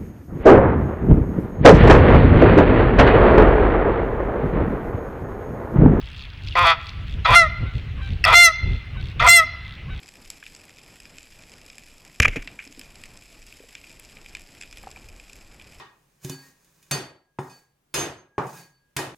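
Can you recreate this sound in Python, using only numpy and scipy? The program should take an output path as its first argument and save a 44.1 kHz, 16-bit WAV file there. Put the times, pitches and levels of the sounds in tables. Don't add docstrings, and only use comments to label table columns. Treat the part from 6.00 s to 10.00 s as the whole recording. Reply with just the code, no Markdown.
import sys
import numpy as np
from scipy import signal
from scipy.io import wavfile
from scipy.ndimage import uniform_filter1d

SR = 44100
rng = np.random.default_rng(int(sys.argv[2]) if len(sys.argv) > 2 else 0)


def materialize(psi):
    bounded = np.clip(np.atleast_2d(psi).T, -1, 1)
    quanta = np.round(bounded * 32767).astype(np.int16)
    wavfile.write(sys.argv[1], SR, quanta)


def natural_amplitude(level_db):
    exponent = np.asarray(level_db, float) / 20
    return 10 ** exponent


N = 176400


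def read(points, hz):
    f, value = np.transpose(points)
    return np.interp(np.log(hz + 1), np.log(f + 1), value)


def evened(x):
    return x / np.sqrt(np.mean(x ** 2) + 1e-20)


def add(mix, s, sound):
    part = mix[round(s * SR):][:len(sound)]
    part += sound[:len(part)]


def unroll(rows):
    s, *cols = np.transpose(rows)
    t = np.arange(s.min(), s.max(), 1 / SR)
    return s.min(), [np.interp(t, np.sort(s), c) for c in cols]


def drift(size, hz):
    white = rng.standard_normal(N if size > SR // 3 else SR // 3)
    slow = signal.sosfiltfilt(signal.butter(2, hz, fs=SR, output="sos"), white)
    return evened(slow)[:size]


def resonate(x, hz, width):
    turn = np.exp(2j * np.pi * np.cumsum(hz * np.ones(len(x))) / SR)
    r = np.exp(-np.pi * width / SR)
    return 2 * (turn * signal.lfilter([1 - r], [1, -r], x / turn + 1e-18)).real


def shaped(points, patchy_db, size):
    hz = np.fft.rfftfreq(size, 1 / SR)
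    z = rng.standard_normal((4 * N // size + 5, size // 2 + 1, 3)).T
    patches = uniform_filter1d(uniform_filter1d(z[2], size=9, axis=0), size=9, axis=1)
    level_db = read(points, hz)[:, None] + patchy_db * evened(patches)
    spec = (z[0] + 1j * z[1]) * natural_amplitude(level_db)
    return evened(signal.istft(spec, nperseg=size, noverlap=3 * size // 4)[1][:N])


def soft(x):
    edge = np.arange(len(x)) / (0.007 * SR)
    return x * np.minimum(np.minimum(edge, edge[::-1]), 1)


def wind():
    # start_s, length_s, level_db
    gusts = [(.0, 0.054, -40), (0.426, 0.14, -34), (0.593, 0.087, -27.5), (0.934, 0.19, -33.5),
             (1.101, 0.18, -27.5), (1.3, 0.07, -18), (1.376, 0.2, -29.5), (1.594, 0.11, -21),
             (1.742, 0.067, -24.5), (1.768, 0.45, -31.5), (2.099, 0.083, -24.5), (2.19, 0.22, -28),
             (2.611, 0.19, -19.5), (2.874, 0.29, -31), (3.158, 0.18, -25), (3.832, 0.2, -33.5)]
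    # pitch_hz, level_db (per Hz)
    rumble = [(12, -32.5), (20, -37.5), (48, 4.5), (108, -4.5), (205, -21), (900, -45), (1170, -75),
              (1980, -120)]
    force = np.full(N, natural_amplitude(-37.5))
    for start, length, db in gusts:
        swell = np.hanning(round((length + 0.017) * SR)) ** 0.59
        add(force, max(start - .02, 0), natural_amplitude(db) * swell)
    push = shaped(rumble, 1.3, size=2048)
    push = force * push / np.sqrt(uniform_filter1d(push ** 2, size=3000) + 0.29)
    return push + 0.5 * (push ** 2 - uniform_filter1d(push ** 2, size=900))


def still_air():
    # pitch_hz, level_db (per Hz)
    hiss = [(180, -7.5), (300, -10), (554, -12.5), (2720, -1), (7200, -32.5), (12100, -39.5), (13600, -42),
            (15800, -34)]
    return natural_amplitude(-48.5) * shaped(hiss, 2.2, size=512)


def trill(start, length, db):
    # pitch_hz, width_hz, level_db
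    sac_rings = [(2740, 300, 27.5), (3300, 1100, 28), (4235, 200, 22.5)]
    u = np.arange(0, length, 1 / SR) / length
    clicks_hz = 68 * (1 + 0.035 * drift(len(u), 30.))
    turns = np.cumsum(clicks_hz) / SR
    drive = (0.067 + np.exp(-(turns % 1) / 0.044)) * rng.standard_normal(N)[:len(u)]
    sac = sum(natural_amplitude(d) * resonate(resonate(drive, f, w), f, w) for f, w, d in sac_rings)
    return start, natural_amplitude(db) * np.sin(np.pi * u) ** 0.19 * evened(sac)


def tick(s, db):
    t = np.arange(0, 1000) / SR
    burst = rng.standard_normal(len(t)) * natural_amplitude(-60 * t / 0.013) * np.minimum(t / 0.00051, 1)
    crack = signal.sosfilt(signal.butter(5, [2200., 5000.], "band", fs=SR, output="sos"), burst)
    return s, natural_amplitude(db) * crack / abs(crack).max()


def chirp(start, length, db, hz):
    u = np.arange(0, length, 1 / SR) / length
    whistle = np.sin(2 * np.pi * np.cumsum(hz * (1 - .13 * u)) / SR)
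    return start, natural_amplitude(db) * np.sin(np.pi * u) * whistle


def growl(rows):
    # pitch_hz, width_hz, shut_db (beak shut), open_db (beak open)
    throat = [(544, 450, -8.5, -15.5), (717.5, 193, -7.5, 1), (1017, 126, 8, 1.5), (1241, 218, 4.5, 8),
              (1995, 340, -3, 2), (2376, 287, -1.5, 1.5), (3368, 410, -8, -1), (4260, 600, -20, -12)]
    jitter, smear = 0.3467, 1.29
    patchy_db, shimmer_db, least_rough = 2.5, 1.5, .07
    start, (hz, db, rough, scale) = unroll(rows)
    size = len(hz)
    rough = np.clip(rough, least_rough, 1)
    turns = np.cumsum(hz * (1 + jitter * rough * drift(size, 129.0))) / SR
    folds = sum(np.cos(2 * np.pi * k * turns + smear * rng.standard_normal()) for k in range(1, 64))
    puffs = evened(np.exp(-(turns % 1) / 0.35) * rng.standard_normal(N)[:size])
    drive = evened(folds) + rough * puffs
    drive = signal.sosfilt(signal.butter(6, 5800., fs=SR, output="sos"), drive)
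    beak = np.clip(5 * (scale - 1), 0, 1)
    voice = np.zeros(size)
    for f, width, shut, wide in throat:
        gain_db = shut + (wide - shut) * beak + patchy_db * drift(size, 29.0)
        voice += natural_amplitude(gain_db) * resonate(resonate(drive, f, width), f, width)
    voice = signal.sosfilt(signal.butter(6, 450., "high", fs=SR, output="sos"), voice)
    steady = voice / np.sqrt(uniform_filter1d(voice ** 2, size=1500) + 1e-9)
    return start, soft(natural_amplitude(db + shimmer_db * drift(size, 60.0)) * steady)


def snap(s, db):
    loudest_db, lift_db = -20, 1
    t = np.arange(0, 400) / SR
    burst = rng.standard_normal(len(t)) * natural_amplitude(-60 * t / 0.0088) * np.minimum(t / 0.00076, 1)
    burst = signal.sosfilt(signal.butter(1, (3900, 9000.), "band", fs=SR, output="sos"), burst)
    return s, natural_amplitude(min(db, loudest_db) + lift_db) * burst / abs(burst).max()


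def tone(rows, hoarse_db):
    partials_db = [-7, 3, 7, -9.5, -10.5, -8.5, -19.5, -16.5, -18.5, -23.5, -27.5, -23, -30, -28, -34, -55,
                   -45, -33.5, -37.5, -64.5, -63.5, -47.5]
    wobble_db, wobble_per_partial_db = 6.5, .6
    flutter_hz, rasp_db = 130, -53
    start, (hz, db, flutter, dull_db) = unroll(rows)
    size = len(hz)
    hz = uniform_filter1d(hz, size=1100, mode="nearest")
    turns = np.cumsum(hz * (1 + 0.017 * flutter * drift(size, 59.0))) / SR
    rasp = drift(size, 400.)
    depth = natural_amplitude(hoarse_db) + 2 * np.maximum(flutter - .1, 0)
    stack, power = np.zeros(size), np.zeros(size)
    for k, level_db in enumerate(partials_db, 1):
        lift = 2.7 if k == 2 else 1
        gain_db = level_db - dull_db * np.log2(k / 3) * lift
        if k != 3:
            swing_db = wobble_db + wobble_per_partial_db * max(k - 4, 0) ** .8
            gain_db = gain_db + swing_db * drift(size, 14.)
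        gain = natural_amplitude(gain_db)
        hoarse = 1 + depth * np.roll(rasp, 397 * k) * min(max(k - 3, 0) / 4, 1.5)
        stack += gain * hoarse * np.cos(2 * np.pi * k * turns + k * k)
        power += gain * gain
    chop = 1 - flutter + flutter * drift(size, flutter_hz) + natural_amplitude(rasp_db) * drift(size, 2600.0)
    return start, soft(natural_amplitude(db) * chop * stack * np.sqrt(2 / power))


def far_goose(start, length, db, top_hz):
    far_partials_db = [-11.5, -1, -5, -10, -6.5]
    u = np.arange(0, length, 1 / SR) / length
    rough_low = .72 * (1 + 0.06 * drift(len(u), 152.4))
    clear = 1 - 0.0078 * u ** 3
    turns = np.cumsum(top_hz * np.where(u < .35, rough_low, clear)) / SR
    voice = sum(natural_amplitude(d) * np.cos(2 * np.pi * k * turns) for k, d in enumerate(far_partials_db, 1))
    return start, natural_amplitude(db) * np.sin(np.pi * u) ** .5 * voice


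def trees(x):
    # pitch_hz, t60_s (time to fall 60 dB)
    echo_t60 = [(400, 0.65), (1060, 0.76), (2100, 1.09), (4100, 0.97), (7350, 0.14)]
    taps, first = np.zeros(SR), round(0.027 * SR)
    at = np.arange(0, SR - 40, 40) + rng.integers(0, 40, size=SR // 40)
    taps[at] = rng.standard_normal(len(at))
    hz, t, z = signal.stft(taps, SR, nperseg=256)
    fade = natural_amplitude(-60 * t / read(echo_t60, hz)[:, None])
    tail = signal.istft(z * fade, SR, nperseg=256)[1]
    echo = signal.fftconvolve(x, tail / np.linalg.norm(tail))[:N]
    return np.roll(echo, first) * (np.arange(N) > first)


def scene():
    # start_s, length_s, level_db
    trills = [(.0, 0.16, -49.5), (0.151, 0.11, -45), (0.422, 0.14, -45.5), (0.801, .11, -46),
              (1.068, 0.083, -46.5), (1.737, 0.064, -47.5), (2.019, 0.13, -49), (2.662, 0.13, -50),
              (2.999, 0.13, -48), (3.637, .13, -49.5), (3.932, 0.084, -50)]
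    # start_s, peak_db
    ticks = [(0.0144, -38), (0.0672, -36), (0.169, -34), (0.1835, -39), (0.2003, -39), (0.2144, -36),
             (0.3012, -34), (0.3337, -35), (0.374, -39), (0.4455, -38), (0.4723, -27.5), (0.4848, -23.5),
             (0.8674, -30.5), (0.8915, -24.5), (1.0725, -37), (1.0996, -46), (1.1078, -47)]
    # start_s, length_s, level_db, start_hz
    chirps = [
        (0.508, 0.03, -36.5, 3040),
        (3.757, 0.08, -54, 2800),
    ]
    # time_s, pulse_hz, level_db, roughness (0-1), beak (opens from 1 to 1.2)
    growls = [
        [(.553, 174.3, -23, 0.22, 0.41), (.567, 173.6, -13.5, 0, 0.87), (.625, 176.1, -16, 0, 0.33),
         (.645, 166.9, -14, 0.42, 0.99), (.675, 164.2, -12.5, 0.02, 1.31), (.72, 162.9, -14, 0, 1.16),
         (.758, 158, -37, 0.25, 1.06)],
        [(1.245, 157.8, -29.5, 0.2, 0.96), (1.26, 163, -14.5, 0.01, 1.4), (1.28, 168.7, -17, 0.66, 0.37),
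         (1.345, 171.6, -9.5, 0, 1.3), (1.375, 170, -32.5, 0.42, 1.3)],
        [(2.24, 166.6, -19.5, 0.61, 1.8), (2.29, 159, -15.5, 0.47, 1.14), (2.315, 174.6, -15.5, 0.27, 0.79),
         (2.34, 152.2, -8.5, 0, 1.1), (2.36, 165, -42, 0.3, 1.6)],
        [(3.195, 216, -17, 0.35, 2.3), (3.21, 223.9, -13.5, 0.24, 1.1), (3.24, 248, -18, 0.05, 0.87),
         (3.265, 256.5, -14, 0.25, 0.85), (3.282, 229.5, -12.5, 0.12, 1.4), (3.31, 245.7, -40.5, 0.5, 1.5)],
    ]
    # start_s, peak_db
    snaps = [(0.5601, -51.5), (0.5644, -42), (0.5741, -33.5), (0.5804, -35.5), (0.5874, -34), (0.5916, -27),
             (0.6014, -45.5), (0.612, -37), (0.6164, -48), (0.628, -35.5), (0.6425, -41.5), (0.651, -34.5),
             (0.6594, -35.5), (0.6629, -30), (0.67, -25.5), (0.6814, -30), (0.692, -36.5), (0.6984, -33.5),
             (0.705, -30.5), (1.2745, -37), (1.2875, -36.5), (1.3054, -29.5), (1.311, -34), (1.324, -31),
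             (1.3284, -27), (1.3364, -30.5), (1.347, -32), (1.3555, -24.5), (2.2473, -32), (2.2524, -28.5),
             (2.2564, -39), (2.2724, -33.5), (2.2777, -27), (2.2814, -35.5), (2.3012, -34), (2.307, -30),
             (2.3184, -39.5), (2.329, -16), (2.3376, -19.5), (2.3444, 23), (3.201, -38), (3.211, -43.5),
             (3.223, -38), (3.236, -40.5), (3.245, -29), (3.251, -44.5), (3.263, -31), (3.268, -29),
             (3.2764, -12.5), (3.2815, 8)]
    # time_s, pitch_hz, level_db, flutter (0-1), dulling (dB per octave)
    tones = [
        [(1.245, 653, -27.5, 0, 16), (1.26, 671.4, -21.5, 0, 10), (1.29, 669.7, -30, 0.13, 6),
         (1.345, 688.3, -20, 0.4, -3), (1.36, 697, -3, 0.08, -1), (1.39, 686.7, -6.5, 0.1, 0.5),
         (1.432, 653, -14.5, 0.13, 3.5), (1.478, 602, -30.5, .05, 7)],
        [(2.24, 675, 1, 0, 20), (2.25, 636, -8.5, 0.6, 7.5), (2.325, 681.6, -16.5, 0.4, 0.5),
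         (2.352, 692.6, -4.5, 0.17, -4), (2.418, 698.3, -7, 0.01, -4.5), (2.458, 683.3, -7.5, 0, -6.5),
         (2.486, 653, -13.5, 0, 0.5), (2.495, 646, -22, 0.04, 2), (2.52, 638, -28, 0.08, 19)],
        [(3.195, 648.4, -22, 0.01, 14.5), (3.205, 641, -9, 0.63, 6), (3.24, 660.7, -18, 1, 7),
         (3.275, 699.5, -8, 0.33, 2), (3.295, 681.3, -6, 0.2, -4.5), (3.345, 695, -7.5, 0, -5.5),
         (3.4, 659.5, -11, 0, -2), (3.41, 641, -16, 0, 3.5), (3.445, 638, -29, 0, 9)],
    ]
    hoarseness = [-11, -24, -23]
    # start_s, length_s, level_db, pitch_hz
    answers = [
        (1.632, 0.091, -45.5, 751),
        (1.967, 0.14, -42.5, 785),
        (2.945, 0.073, -43.5, 760),
        (3.876, 0.075, -43, 760),
    ]
    goose, far = np.zeros(N), np.zeros(N)
    for voice, table in ((trill, trills), (tick, ticks), (chirp, chirps), (far_goose, answers)):
        for row in table:
            add(far, *voice(*row))
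    for rows in growls:
        add(goose, *growl(rows))
    for row in snaps:
        add(goose, *snap(*row))
    for rows, hoarse_db in zip(tones, hoarseness):
        add(goose, *tone(rows, hoarse_db))
    echoes = trees(natural_amplitude(-24.5) * goose + natural_amplitude(-14.0) * far)
    mix = goose + far + echoes + wind() + still_air()
    return np.array([mix, mix])


def band_limit(x):
    return signal.sosfilt(signal.butter(12, 16340, fs=SR, output="sos"), x)


def record(dry):
    hot = 0.96 * np.tanh(dry / 0.84)
    treble = signal.sosfilt(signal.butter(8, 4500., "high", fs=SR, output="sos"), hot[0])
    side = natural_amplitude(-21) * treble * drift(N, 40.)
    return band_limit(hot + np.array([side, -side]))


dry = scene()
out = record(dry)
materialize(out)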